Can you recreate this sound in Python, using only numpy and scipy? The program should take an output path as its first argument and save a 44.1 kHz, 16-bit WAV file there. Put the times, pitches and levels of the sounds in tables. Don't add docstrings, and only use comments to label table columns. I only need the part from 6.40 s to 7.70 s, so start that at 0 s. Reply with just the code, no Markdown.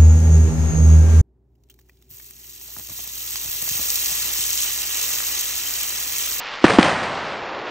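import sys
import numpy as np
from scipy import signal
from scipy.fft import rfft, irfft
from scipy.io import wavfile
from scipy.ndimage import uniform_filter1d

SR = 44100
rng = np.random.default_rng(int(sys.argv[2]) if len(sys.argv) > 2 else 0)


def dump(signal):
    limited = np.clip(np.atleast_2d(signal).T, -1, 1)
    pcm = np.round(limited * 32767).astype(np.int16)
    wavfile.write(sys.argv[1], SR, pcm)


def ratio(d):
    e = np.asarray(d, float) / 20
    return 10 ** e


N = 57330


def at_hz(points, hz):
    table_hz, value = np.transpose(points)
    return np.interp(np.log(hz + 1), np.log(table_hz), value)


def colour(x, points):
    hz = np.arange(N // 2 + 1) * SR / N
    y = irfft(rfft(x) * ratio(at_hz(points, hz)), N)
    return y / np.sqrt(np.mean(y ** 2))


def since(start_s):
    return np.maximum(np.arange(N) / SR - start_s, 0)


def swell(start_s, rise_s, fall_s):
    t = since(start_s)
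    return (1 - np.exp(-t / rise_s)) * np.exp(-t / fall_s)


def grains(rate_per_s, spread_db):
    hits = rng.random(N) < rate_per_s / SR
    size = ratio(spread_db * np.minimum(rng.exponential(1, N), 4))
    return hits * size * rng.choice([-1, 1], N)


def snap(start_s, peak_db, pitch_hz):
    cycles = since(start_s) * pitch_hz
    bell = np.exp(-((cycles - .65) / .6) ** 2)
    return -ratio(peak_db + 1) * np.sin(2 * np.pi * cycles) * bell * (cycles < 3)


FLICKER_DB, FLICKER_PER_S = 0.93, 27


def flicker():
    knots = rng.standard_normal(int(N / SR * 60) + 2)
    place = np.arange(N) / SR * FLICKER_PER_S
    return ratio(FLICKER_DB * np.interp(place, np.arange(len(knots)), knots))


# time in seconds, level in dB.
STAR_VIGOUR = [(0, -32.5), (.06, -31.5), (0.099, -32.5), (.13, -31.5), (0.199, -32.5), (.6, -31.5),
               (.84, -33.5), (.9, -35.5), (1.22, -38.5), (1.3, -35.5)]
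# frequency in Hz, level in dB per Hz.
CRACKLE_SPECTRUM = [(30, -15.5), (100, -18.5), (230, -14), (850, -1), (2700, -4), (5000, -11),
                    (7500, -25.5), (10000, -44.5)]
# start in seconds, peak in dB.
LOUD_POPS = [(.0218, -21), (.0585, -21), (.0612, -18), (.0785, -20), (.1162, -22), (.1238, -21),
             (.1388, -18), (.1638, -21), (.1732, -22), (.1873, -21), (.835, -23), (.865, -23), (.9565, -25),
             (.996, -25), (1.285, -25)]
POPS_PER_S, POP_SPREAD_DB, POP_HZ = 4500, 3.5, 2300


def crackle():
    level_db = np.interp(np.arange(N) / SR, *np.transpose(STAR_VIGOUR))
    out = ratio(level_db) * flicker() * colour(grains(POPS_PER_S, POP_SPREAD_DB), CRACKLE_SPECTRUM)
    for start_s, peak_db in LOUD_POPS:
        out += snap(start_s, peak_db - 1.5, POP_HZ * rng.uniform(.7, 1.4))
    return out


# start in seconds, strength in dB, blast length in seconds,
# ground bounce in dB, second bounce in dB.
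SHELLS = [
    (.2418, 22, .001, -1.2, -9),
    (.38596, 20.8, .0013, -2.8, -15),
]
# ground bounce in seconds, second bounce in seconds.
BOUNCE_LAG_S = [
    (.00311, .00554),
    (.00319, .0056),
]
AIR_CUT_HZ, MIC_CUT_HZ, MIC_Q = 1700, 198, 1.22


def blasts():
    out = np.zeros(N)
    for (start_s, db, length_s, *bounce_db), lags_s in zip(SHELLS, BOUNCE_LAG_S):
        for lag_s, loss_db in zip((0, *lags_s), (0, *bounce_db)):
            t = since(start_s + lag_s)
            u = t / length_s
            onset = np.minimum(t * SR, 1)
            out -= ratio(db + loss_db) * (1 - u) * np.exp(-u) * onset
    w = 2 * np.pi * MIC_CUT_HZ
    b, a = signal.bilinear([1, 0, 0], [1, w / MIC_Q, w * w], SR)
    out = signal.lfilter(b, a, out + 1e-18)
    out = signal.lfilter(b, a, out)
    return signal.lfilter(*signal.butter(2, AIR_CUT_HZ, fs=SR), out)


# frequency in Hz, level in dB per Hz.
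RUMBLE_SPECTRUM = [(25, -45), (45, -17), (177, 1), (400, -4), (650, 1), (1830, -4), (5000, -19),
                   (10500, -24.5)]
# frequency in Hz, time to fall 60 dB in seconds.
RUMBLE_T60_S = [(60, 3.45), (250, 1.42), (800, 2.5), (3000, 2.23), (9000, 1.5)]
# frequency in Hz, level in dB per Hz.
FAR_SPECTRUM = [(30, -25), (140, -15), (380, 1.5), (750, 2.5), (2000, -7.5), (4300, -22), (7500, -44.5),
                (10000, -51.5)]
RUMBLE_DB, RUMBLE_RISE_S = -20.5, 0.01
FAR_DB, FAR_RISE_S, FAR_T60_S = -26.5, 0.55, 19


def rumble():
    spectrum = rfft(colour(rng.standard_normal(N), RUMBLE_SPECTRUM))
    hz = np.arange(N // 2 + 1) * SR / N
    near = np.zeros(N)
    for centre_hz in 40 * 2. ** np.arange(9):
        octave = np.clip(1 - abs(np.log2((hz + 1) / centre_hz)), 0, 1)
        band = irfft(spectrum * octave, N)
        fall_s = at_hz(RUMBLE_T60_S, centre_hz) / np.log(1000)
        power = sum(swell(shell[0], RUMBLE_RISE_S, fall_s) ** 2 for shell in SHELLS)
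        near += band * np.sqrt(power)
    far = swell(SHELLS[0][0], FAR_RISE_S, FAR_T60_S / np.log(1000))
    far = far * colour(rng.standard_normal(N), FAR_SPECTRUM)
    return ratio(RUMBLE_DB) * near + ratio(FAR_DB) * far


# start in seconds, peak in dB, pitch in Hz.
SLAPS = [(.2487, -7, 1600), (.2499, -6, 1800), (.2520, -7, 1400), (.2553, -7, 3200), (.2657, -9, 2800),
         (.2817, -5, 1900), (.3010, -9, 1200), (.3051, -8, 1400), (.4013, -10, 3000), (.4084, -8, 900),
         (.4121, -12, 3000), (.4463, -9, 2500), (.5148, -12, 900)]


def slaps():
    return sum(snap(*row) for row in SLAPS)


# lag in seconds, level in dB, dying time in seconds.
WALLS = [
    (.007, -12.5, 0.009),
    (.023, -16.5, 0.0071),
    (0.038, -16.5, 0.017),
    (0.055, -15, 0.045),
    (0.092, -21.5, 0.041),
    (0.242, -27.5, .03),
]
WALL_SHARE_DB = (1, 2)
# frequency in Hz, level in dB per Hz.
WALL_SPECTRUM = [(50, -43), (110, -6), (190, -2), (250, -3), (620, 0), (3150, -11), (7000, -23.5),
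                 (10500, -21)]
WALL_RISE_S, FACETS_PER_S, FACET_SPREAD_DB = 0.00067, 2700, 1.5


def walls():
    power = np.zeros(N)
    for shell, share_db in zip(SHELLS, WALL_SHARE_DB):
        for lag_s, db, fall_s in WALLS:
            power += (ratio(db + share_db) * swell(shell[0] + lag_s, WALL_RISE_S, fall_s)) ** 2
    return np.sqrt(power) * colour(grains(FACETS_PER_S, FACET_SPREAD_DB), WALL_SPECTRUM)


# start in seconds, peak in dB, pitch in Hz.
CRACKS = [
    (.42893, -1, 2200),
    (.42997, 0.5, 3600),
    (.43002, -5, 7500),
]


def cracks():
    return sum(snap(*row) for row in CRACKS)


def scene():
    mono = blasts() + walls() + rumble() + crackle() + slaps() + cracks()
    return np.tile(mono, (2, 1))


GATE_JITTER_DB = 3.0


def gate(z, hz, points):
    power = np.add.reduceat(abs(z) ** 2, np.arange(0, len(hz), 16))
    power = uniform_filter1d(power, size=3, axis=1)
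    jitter = uniform_filter1d(rng.standard_normal(power.shape), size=3, axis=1)
    jitter_db = GATE_JITTER_DB * np.sqrt(3) * jitter
    threshold_db = at_hz(points, hz[::16] + 170)[:, None]
    keep = 10 * np.log10(power + 1e-20) + jitter_db > threshold_db
    return z * np.repeat(keep, 16, axis=0)[:len(hz)]


# frequency in Hz, level in dB relative
SIDE_DB = [(60, -15.5), (300, -32), (1000, -29.5), (2000, -25), (5000, -16), (10000, -7.5)]
# frequency in Hz, share of mid.
RIGHT_LEAD = [(1000, 0.003), (3000, 0.035), (10000, .04)]
# frequency in Hz, level in dB relative to the frame's lines.
SMEAR_DB = [(60, -20), (300, -27), (2000, -20), (6000, -14), (9000, -8)]
# frequency in Hz, threshold in dB.
MID_GATE_DB = [(7500, -110), (7700, -70), (9000, -72), (10300, -70)]
# frequency in Hz, threshold in dB.
SIDE_GATE_DB = [(100, -57), (1700, -57), (2200, -72), (4500, -71), (7000, -73), (10000, -76)]
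HARDNESS, SLEW_HZ, TOP_CUT_HZ = 2.6, 6000, 10250


def band_limit(x):
    return signal.sosfilt(signal.butter(12, 10610, fs=SR, output="sos"), x)


def record(dry):
    x = dry[0] / (1 + abs(dry[0]) ** HARDNESS) ** (1 / HARDNESS)
    x = 1.03 * signal.lfilter(*signal.butter(1, SLEW_HZ, fs=SR), x)
    x = np.clip(x, -1, 1)

    hz, _, mid = signal.stft(x, SR, nperseg=2048)
    noise = rng.standard_normal((2, 2, *mid.shape))
    side_noise, smear_noise = (noise[0] + 1j * noise[1]) / np.sqrt(2)
    size = np.sqrt(uniform_filter1d(abs(mid) ** 2, size=8, axis=0))
    side = size * side_noise * ratio(at_hz(SIDE_DB, hz))[:, None]
    side = side - mid * at_hz(RIGHT_LEAD, hz)[:, None]
    mid = mid + ratio(at_hz(SMEAR_DB, hz))[:, None] * size * smear_noise
    mid = gate(mid, hz, MID_GATE_DB)
    side = gate(side, hz, SIDE_GATE_DB)
    x = signal.istft(np.array([mid + side, mid - side]), SR, nperseg=2048)[1][:, :N]

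    top_cut = signal.cheby2(10, 45, TOP_CUT_HZ * 1.03, fs=SR, output="sos")
    x = signal.sosfilt(top_cut, x)
    return band_limit(np.clip(x, -1, 1))


dry = scene()
out = record(dry)
dump(out)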